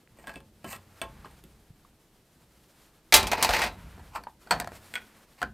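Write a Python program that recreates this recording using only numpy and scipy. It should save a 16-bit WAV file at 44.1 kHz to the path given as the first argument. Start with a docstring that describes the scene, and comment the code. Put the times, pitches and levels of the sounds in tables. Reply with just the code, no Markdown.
"""A set square knocks and slides on a metal whiteboard tray and is let fall among other tools.
A large plastic compass is picked out and a marker laid down: cracks, fading modes, dense noise rings.
Slides are filtered streams of uneven slips; damped tones give lone thuds and ticks. The board and its
stand shudder in the bass, a shirt rustles as flickering noise near the one microphone, and a small
quiet room adds a short tail over the shaped-noise hiss of room and recorder."""
import sys
import numpy as np
from scipy import signal
from scipy.fft import rfft, irfft
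from scipy.io import wavfile
from scipy.ndimage import uniform_filter1d

SR = 44100
rng = np.random.default_rng(int(sys.argv[2]) if len(sys.argv) > 2 else 0)


def store_wav(level_fs):
    """Save 16-bit WAV to argv[1]."""
    pcm = np.round(np.clip(np.atleast_2d(level_fs), -1, 1) * 32767)
    wavfile.write(sys.argv[1], SR, pcm.T.astype(np.int16))


N = 243873
T_S = np.arange(N) / SR

# Steady hiss. Each row: frequency in Hz, relative density in dB per Hz.
HISS_SHAPE = [(15, -36.5), (25, 14), (39, -18.5), (70, -6), (185, -12.5), (317, 0.5), (373, -3.5),
              (962, -14), (1040, -31), (1480, -28.5), (16000, -44)]
HISS_RMS_DB, CHANNEL_HISS_DB = -64.5, -79

# Pushes that rock the stand. Each row: start in seconds, deep shudder in dB, panel hum in dB, t60 in seconds.
STAND_PUSHES = [(.1, -58, -64, 1.3), (.33, -65, -60, 0.68), (.45, -63, -80, 1.1), (.65, -51, -48.5, 0.51),
                (1.03, -48, -51, 1.36), (1.15, -60, -67, 1.5), (1.69, -65, -63, 0.44),
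                (2.35, -67, -69, 0.83), (3.126, -24.5, -49, 0.55), (3.48, -30.5, -43.5, 0.9),
                (3.75, -49.5, -47.5, 0.99), (3.941, -41, -57.5, 0.96), (4.503, -41, -31.5, 0.57),
                (5.41, -56, -57, 1.1)]
SHUDDER_SWELL_S, HUM_SWELL_S = 0.092, 0.09  # t60 of the late onset
SHUDDER_REST_DB, HUM_REST_DB = -69.5, -65.5

# Shirt against the microphone. Each row: time in seconds, low rub in dB, high rub in dB.
SHIRT_RUBS = [(0.1, -67.5, -68), (0.28, -59, -65), (0.47, -69, -66.5), (0.83, -63, -64), (1.23, -57, -64),
              (1.39, -63, -63.5), (1.95, -69.5, -68.5), (2.72, -65.5, -63.5), (2.8, -58.5, -58.5),
              (2.9, -63.5, -64), (3.1, -67, -67), (3.799, -52, -60), (4.119, -60.5, -64.5), (4.3, -73, -68),
              (4.55, -54, -60.5), (4.859, -56.5, -57), (5.151, -57.5, -61.5), (5.53, -70.5, -67)]

# Lone soft thuds and ticks. Each row: start in seconds, approximate peak in dB, frequency in Hz, t60 in seconds.
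LONE_SOUNDS = [(.075, -45, 1930, 0.0025), (1.704, -38, 135, 0.035), (1.849, -46, 1130, 0.013)]

# Plastic dragged and rattled over metal. Each row: start in seconds, stop in seconds, level at start in dB,
# level at stop in dB, low resonance and edge resonance in dB against the middle.
PLASTIC_SLIDES = [(0.175, 0.23, -66, -62, 1.5, 0), (0.274, 0.365, -52, -57.5, -1.5, -5.5),
                  (0.646, 0.658, -49, -54, -2, -1.5), (0.676, 0.741, -48.5, -43, -0.5, 1.5),
                  (1.248, 1.244, -64, -51.5, 9, -17), (3.2, 3.43, -44, -34, 0.5, -12.5),
                  (3.43, 3.53, -29, -37, -7, -8.5), (3.534, 3.674, -27, -33.5, -5.5, -10.5),
                  (4.128, 4.155, -64, -39.5, 9.5, -5), (4.952, 4.946, -56, -58.5, 4, 18.5),
                  (5.385, 5.413, -54.5, -55, 0.2, -6)]
SLIDE_RISE_DB_PER_S, SLIDE_FALL_DB_PER_S = 1498.5, 598

# Blows of each tool. Each row: start in seconds, level in dB, thump in dB against it, hardness in dB per
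# octave, pitch in Hz favoured by the spot struck, share of the base ring length.
SQUARE_BLOWS = [(0.185, -53.5, 10.5, -4, 900, 0.77), (0.239, -50, -15, -6, 1150, 0.59),
                (0.269, -35.5, -57, -4, 755, 0.55), (0.277, -41.5, 5.5, -2.8, 1630, 0.52),
                (0.292, -37, -29, -6.5, 1630, 0.46), (0.338, -52, 10, -1.7, 1660, 0.73),
                (0.356, -45.5, 12.5, -3.5, 2650, 0.6), (0.402, -52, 6, -2.5, 890, 0.36),
                (0.642, -39, 7, -3, 655, 0.74), (0.727, -38.5, -13, -1.5, 2780, 0.97),
                (0.76, -45.5, 2, -1, 2570, 0.33), (1.014, -31, -4, -1.3, 2270, 0.93),
                (1.255, -42.5, 1, -6, 880, 0.27), (1.309, -64.5, 0, 1, 592, 0.47),
                (1.437, -58.5, 21.5, 2.5, 540, 0.36)]
FALL_BLOWS = [(3.122, -15, -12, -0.95, 2200, 1.0), (3.138, -9, -15, 2.5, 810, 0.72),
              (3.161, -25.5, -30.5, 4.5, 2110, 0.87), (3.177, -22.5, -29.5, -6, 2160, 0.95),
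              (3.194, -32, -30, .3, 636, 1), (3.227, -30.5, 1.5, -1, 860, 0.81),
              (3.268, -30, -12, 0.1, 836, 0.71), (3.314, -23, -10.5, -1.5, 2280, 0.76),
              (3.33, -20.5, -15, -3.5, 646, 0.35), (3.378, -32.5, -3, -4, 623, 0.96),
              (3.415, -30.5, -20, -6, 900, 1), (3.424, -22, -11.5, 2.5, 960, 0.8),
              (3.445, -22, -8.5, 0, 904, 0.47), (3.489, -21, -14, -3, 710, 0.6),
              (3.505, -26, -33, -2, 870, 0.81), (3.534, -21, -12, -3, 1890, 0.91),
              (3.563, -29.5, -34.5, -2, 895, 0.94), (3.589, -28.5, -9.5, -1.5, 730, 1),
              (3.616, -22.5, -27.5, -2.5, 1860, 1), (3.637, -30, -7, -1.5, 724, 1),
              (3.661, -36, -15, -2, 750, 1)]
COMPASS_BLOWS = [(3.977, -50.5, 6.5, -15, 958, 0.4), (3.993, -51.5, -8.5, -3.5, 710, 0.78),
                 (4.157, -28, -44, -5.5, 1030, 0.44), (4.168, -45, 5, -6, 860, 1.0),
                 (4.235, -46.5, -14, -0.5, 923, 0.45), (4.268, -40.5, -17, -10.5, 910, 0.47),
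                 (4.462, -60, 16, -4, 620, 0.53), (4.47, -46, -7, -5, 1220, 1),
                 (4.507, -12.5, -24, -3.5, 774, 1.0), (4.598, -20.5, -20, -1, 1270, 0.29),
                 (4.616, -33.5, -1.5, -5, 857, 0.59), (4.643, -31, -12, -5, 650, 0.15),
                 (4.672, -34, -5.5, -2.4, 696, 0.28), (4.717, -38, -0.5, -4.5, 501, 0.22),
                 (4.751, -71.5, -1, 7, 810, 1.0), (5.415, -26, -5.5, -5, 724, 0.59),
                 (5.426, -20, -4, -4.5, 1503, 0.32)]
MARKER_BLOWS = [(4.937, -33, -4, -2.2, 2130, 0.47), (4.953, -26.5, -17, -2.5, 1960, 0.86),
                (4.965, -43, -18, -11, 2480, 0.55), (4.974, -40.5, -2.5, -7, 1510, 0.51),
                (5.016, -53, 1, -4, 2120, 0.61)]

# Modes that ring. Each row: frequency in Hz, relative level in dB, base t60 in seconds.
SQUARE_MODES = [(545, -9.5, 0.53), (671, 3, 0.14), (880, -11, 0.42), (1072, -3, 0.22), (1325, -1.5, 0.11),
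                (1639, 3, 0.12), (1904, 1, 0.12), (2040, -19, 0.11), (2290, 0.5, 0.082), (2460, -7, 0.055),
                (2626, 2, 0.12), (3030, -1, 0.11), (3450, 9, 0.032), (4260, 3.5, 0.04), (4800, 0, 0.046),
                (8250, -16, .03), (8440, 15, 0.025)]
PILE_MODES = [(586, -7.5, 0.29), (671.3, -3.5, 0.28), (731, -2, 0.15), (876.4, -3, 0.2), (887, -2, 0.18),
              (962.4, -5.5, 0.19), (1374, -8.5, 0.17), (1440, -17.5, .12), (1856, -2.5, 0.051),
              (2070, -9, 0.055), (2093, -4.5, 0.16), (2400, -12.5, 0.11), (2364, -2.5, 0.14),
              (2407, -9, 0.14), (2527, -3.5, 0.17), (3400, -4, 0.079), (3910, -9, 0.3), (4080, -8, 0.093),
              (4330, -3.5, .1), (4596, -12, 0.034), (4890, -10, 0.1), (6200, -22, .08),
              (7400, -13.5, 0.049)]
COMPASS_MODES = [(157, -14.5, 0.44), (700, -1, 0.18), (825, -23.5, 0.26), (923, 5.5, 0.053),
                 (1040, -3.5, 0.039), (1318, -5, .12), (1360, 5, 0.09), (1540, 5, 0.064), (1736, 9, 0.081),
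                 (1935, 0, 0.14), (2368, -4, 0.12), (2414, 1.5, 0.075), (4400, 7, 0.036), (4715, 5, 0.033),
                 (7870, 8, 0.018), (8310, 5.5, 0.025)]
MARKER_MODES = [(1480, 5.5, 0.1), (1760, -15, 0.048), (1935, -4, 0.083), (2210, -4, 0.089),
                (2330, -5.5, 0.049), (2460, -0.5, 0.063), (3330, -0.5, 0.14), (8450, 8, 0.028)]
BOARD_MODES = [(59, 0, .4), (92, -9, 3.0), (127, -14, 2.0), (146, -12, .4), (215, -10, 1.8), (380, -9, .25)]

# Dense ring of tray and tools between the clear modes. Each row: frequency in Hz, base t60 in seconds.
DENSE_RING = [(250, 0.34), (800, 0.2), (2200, 0.13), (5500, 0.12), (12000, 0.11)]

# Pitches in Hz at which tool colour is given.
COLOUR_HZ = [800, 2200, 5500, 12000]
# Colour of each tool, in dB at those pitches.
SQUARE_COLOUR_DB = [2, -1.5, -3.5, 2]
PILE_COLOUR_DB = [0.67, -0.2, 3.5, 0]
COMPASS_COLOUR_DB = [0.5, -3.5, 0.3, 0.1]
MARKER_COLOUR_DB = [-5, 2.5, -3.5, -5]
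THUMP_HZ, HARDNESS_PIVOT_HZ = 250, 1300

# Variation from blow to blow at wobble 1: spread of mode level, share by which a mode shifts.
SCATTER_DB, DETUNE_SHARE = 2, .006
SPOT_DB, SPOT_WIDTH_SHARE = 8.5, 0.045  # lift of modes near the favoured pitch
DENSE_SPOT_DB = 3.5  # the same lift, broader, in the dense ring
PATH_S = 0.0017  # from tray to microphone

ROOM_DB, ROOM_T60_S = -18.5, 0.2

# Colour of capsule and cap. Each row: frequency in Hz, response in dB.
MICROPHONE_RESPONSE = [(1000, -3), (3000, -0.5), (4400, -1), (6200, -3.5), (8500, -2.5), (10500, -4),
                       (13000, -3), (15000, -6.5), (16300, -21.5), (16800, -54.5)]
TOP_HZ = 16400


def undb(db):
    """Amplitude from decibels."""
    return 10 ** (np.asarray(db) / 20)


def unit(x):
    """Scale to rms 1."""
    return x / np.sqrt(np.mean(x ** 2))


def band(x, lo_hz, hi_hz):
    """Band-pass at rms 1."""
    sos = signal.butter(2, [lo_hz, min(hi_hz, .45 * SR)], "bandpass", fs=SR, output="sos")
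    return unit(signal.sosfilt(sos, x))


def noise():
    """White noise as long as the scene."""
    return rng.standard_normal(N)


def on_log(hz, at_hz, values):
    """Interpolate on log frequency."""
    return np.interp(np.log(hz), np.log(at_hz), values)


def fade(t_s, t60_s):
    """Exponential decay by 60 dB in t60."""
    return np.exp(-np.log(1000) * t_s / t60_s)


def walk(rate_hz):
    """Random levels joined by ramps; spread near 1."""
    step = int(SR / rate_hz)
    held = np.repeat(rng.standard_normal(N // step + 1), step)
    return 1.2 * uniform_filter1d(held, step)[:N]


def add(out, start_s, x):
    """Mix x into out, cut at its end."""
    i = int(start_s * SR)
    out[i:i + len(x)] += x[:len(out) - i]


def hiss():
    """Steady floor of room and recorder: noise shaped in the spectrum."""
    hz = np.maximum(np.arange(N // 2 + 1) * SR / N, 1)
    spectrum = rfft(noise()) * undb(on_log(hz, *np.transpose(HISS_SHAPE)))
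    return undb(HISS_RMS_DB) * unit(irfft(spectrum, N))


def shudder():
    """After each push the stand rocks in the deep bass and the panel hums above it."""
    deep = band(band(noise(), 30, 90), 43, 68)
    hum = band(noise(), 100, 210)
    rocking = np.full(N, undb(SHUDDER_REST_DB))
    humming = np.full(N, undb(HUM_REST_DB))
    for start_s, deep_db, hum_db, t60_s in STAND_PUSHES:
        decay = fade(T_S, t60_s)
        add(rocking, start_s, undb(deep_db) * decay * (1 - fade(T_S, SHUDDER_SWELL_S)))
        add(humming, start_s, undb(hum_db) * decay * (1 - fade(T_S, HUM_SWELL_S)))
    return rocking * deep + humming * hum


def shirt():
    """Soft rubbing in two noise bands that flicker together."""
    at_s, low_db, high_db = np.transpose(SHIRT_RUBS)
    low = undb(np.interp(T_S, at_s, low_db)) * band(noise(), 120, 1600)
    high = undb(np.interp(T_S, at_s, high_db)) * band(noise(), 2200, 15000)
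    flicker = undb(1.72 * walk(32))
    return flicker * (low + high)


def blips():
    """Lone thuds and ticks: short damped sines with a soft onset."""
    out, t_s = np.zeros(N), T_S[:int(.1 * SR)]
    for start_s, peak_db, hz, t60_s in LONE_SOUNDS:
        envelope = fade(t_s, t60_s) * (1 - fade(t_s, t60_s / 2))
        # 3 makes up for the level lost to the onset
        add(out, start_s, undb(peak_db) * 3 * np.sin(2 * np.pi * hz * t_s) * envelope)
    return out


def slides():
    """Dense uneven slips: clicks over hiss, heard in low, middle and edge resonances of tool and tray."""
    clicks = undb(3.5 * np.minimum(rng.exponential(size=N), 5))
    slips = noise() * clicks * undb(3 * walk(150))
    low = band(slips, 740, 1280)
    middle = unit(band(slips, 1400, 2800) + .5 * band(slips, 3000, 5000))
    edge = band(slips, 7000, 9500) + .8 * band(slips, 10500, 14500) + .4 * band(slips, 5000, 15000)
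    edge = unit(edge)
    out = np.zeros(N)
    for start_s, stop_s, start_db, stop_db, low_db, edge_db in PLASTIC_SLIDES:
        db = np.interp(T_S, [start_s, stop_s], [start_db, stop_db])
        # a stop ahead of the start makes both slopes overlap: a short blip below the listed levels
        db -= SLIDE_RISE_DB_PER_S * np.maximum(start_s - T_S, 0)
        db -= SLIDE_FALL_DB_PER_S * np.maximum(T_S - stop_s, 0)
        out += undb(db) * (middle + undb(low_db) * low + undb(edge_db) * edge)
    return out


def chatter(x, db, count=4):
    """A loose tool bounces: copies 2 to 32 ms late, of random size and sign, later ones weaker on average."""
    out = x.copy()
    for when, size in rng.random((count, 2)):
        add(out, 0.002004 + .03 * when, x * undb(db - 20 * when) * (2 * size - 1))
    return out


def ring(modes, gain_db, share, t_s, wobble):
    """Fading sines; every blow lands elsewhere, and shifting contact makes each mode waver in strength."""
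    hz, db, t60_s = (column[:, None] for column in np.transpose(modes))
    scatter, detune, sign = rng.standard_normal((3, len(modes), 1))
    size = undb(db + gain_db[:, None] + SCATTER_DB * wobble * scatter) * np.sign(sign)
    steps_s = np.arange(0, t_s[-1] + .008, .008)
    levels = rng.standard_normal((len(modes), len(steps_s)))
    waver = np.array([np.interp(t_s, steps_s, row) for row in levels])
    # slow modes of heavy parts stay steady
    depth = wobble * np.minimum(hz / 700, 1) ** 2
    tones = np.sin(2 * np.pi * hz * (1 + DETUNE_SHARE * wobble * detune) * t_s)
    return (size * tones * (1 + depth * waver) * fade(t_s, share * t60_s)).sum(axis=0)


def board(jolts):
    """The heavy board answers each jolt late and rings long in the bass."""
    t_s = T_S[:2 * SR]
    answer = ring(BOARD_MODES, np.zeros(len(BOARD_MODES)), 0.85, t_s, wobble=0)
    return signal.fftconvolve(jolts, answer * (1 - fade(t_s, 0.094)))[:N]


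def knocks(blows, modes, colour_db, mode_db, dense_db, crack_db, board_db):
    """Each blow: a crack, clear modes, a dense ring in half-octave bands and the bass of the board."""
    out, jolts, t_s = np.zeros(N), np.zeros(N), T_S[:int(.36 * SR)]
    centres_hz = 180 * 2 ** np.arange(0, 6.6, .5)
    bands = np.array([band(noise(), hz / 1.19, hz * 1.19) for hz in centres_hz])
    dense_t60_s = on_log(centres_hz, *np.transpose(DENSE_RING))[:, None]
    mode_hz = np.array(modes)[:, 0]
    colour_hz = [THUMP_HZ, *COLOUR_HZ]
    octaves = np.log2(np.array(COLOUR_HZ) / HARDNESS_PIVOT_HZ)
    # the first contact is brief and brighter than the ring
    crack_gain = undb(crack_db + 3.9 * np.log2(centres_hz / 2000))[:, None]
    for start_s, level_db, thump_db, hardness_db, spot_hz, share in blows:
        # a harder contact tilts the colour towards the treble
        blow_db = [thump_db, *(colour_db + hardness_db * octaves)]

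        crack = crack_gain * chatter(fade(t_s, 0.0066), db=-9)
        dense_spot_db = DENSE_SPOT_DB * np.exp(-np.log2(centres_hz / spot_hz) ** 2 / .16)
        shape = undb(dense_db + dense_spot_db)[:, None] * fade(t_s, share * dense_t60_s) + crack
        i = int(rng.random() * (N - len(t_s)))
        band_gain = undb(on_log(centres_hz, colour_hz, blow_db))[:, None]
        dense = (band_gain * bands[:, i:i + len(t_s)] * shape).sum(axis=0)

        # modes near the favoured pitch ring louder
        spot_db = SPOT_DB * np.exp(-(np.log(mode_hz / spot_hz) / SPOT_WIDTH_SHARE) ** 2)
        gain_db = mode_db + spot_db + on_log(mode_hz, colour_hz, blow_db)
        clear = chatter(ring(modes, gain_db, share, t_s, wobble=.9), db=-3.5)

        jolt = undb(level_db + thump_db + board_db)
        jolts[int(start_s * SR)] = jolt * np.sign(rng.standard_normal())
        onset = np.minimum(t_s / 0.0005, 1)
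        add(out, start_s + PATH_S, undb(level_db) * (dense + clear) * onset)
    return out + board(jolts)


def set_square():
    """The set square knocks on the tray: its modes with a marked crack."""
    return knocks(SQUARE_BLOWS, SQUARE_MODES, SQUARE_COLOUR_DB,
                  mode_db=-8.0, dense_db=-13.5, crack_db=-7.5, board_db=-14)


def fall_among_tools():
    """The square falls among tools: modes of the pile, a strong dense ring and board bass."""
    return knocks(FALL_BLOWS, PILE_MODES, PILE_COLOUR_DB,
                  mode_db=-9, dense_db=-7.0, crack_db=-18, board_db=-7.5)


def compass():
    """The large plastic compass knocks as it is picked out: its modes over a weaker dense ring."""
    return knocks(COMPASS_BLOWS, COMPASS_MODES, COMPASS_COLOUR_DB,
                  mode_db=-10.5, dense_db=-13.5, crack_db=-13.0, board_db=-13)


def marker():
    """The marker is laid down: strong clear modes and crack, little dense ring."""
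    return knocks(MARKER_BLOWS, MARKER_MODES, MARKER_COLOUR_DB,
                  mode_db=-4.5, dense_db=-15.0, crack_db=-6.0, board_db=-16)


def room(x):
    """A dull fading tail that starts with the first wall, 8 ms late."""
    t_s = T_S[:int(.6 * SR)]
    tail = band(rng.standard_normal(len(t_s)), 100, 4700) * fade(t_s, ROOM_T60_S) * (t_s > .008)
    return undb(ROOM_DB) * signal.fftconvolve(x, tail / np.sqrt(np.sum(tail ** 2)))[:N]


def scene():
    """Tools with their room tail, plus the unreverberated layers, alike in both channels."""
    tools = slides() + set_square() + fall_among_tools() + compass() + marker()
    mono = tools + room(tools) + hiss() + shudder() + shirt() + blips()
    return np.array([mono, mono])


def record(dry):
    """Capsule colour, rounded peaks, a faint hiss opposed between the channels and a cut top."""
    hz = np.linspace(0, SR / 2, 257)
    response_db = on_log(np.maximum(hz, 1), *np.transpose(MICROPHONE_RESPONSE))
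    # doubled, as the minimum-phase step halves the dB
    capsule = signal.minimum_phase(signal.firwin2(511, hz, undb(2 * response_db), fs=SR))
    wet = np.tanh(1.5 * signal.lfilter(capsule, 1, dry)) / 1.5
    wet = wet + undb(CHANNEL_HISS_DB) * band(noise(), 60, 6500) * np.array([[1], [-1]])
    return signal.sosfilt(signal.ellip(12, .2, 95, TOP_HZ, fs=SR, output="sos"), wet)


dry = scene()
out = record(dry)
store_wav(out)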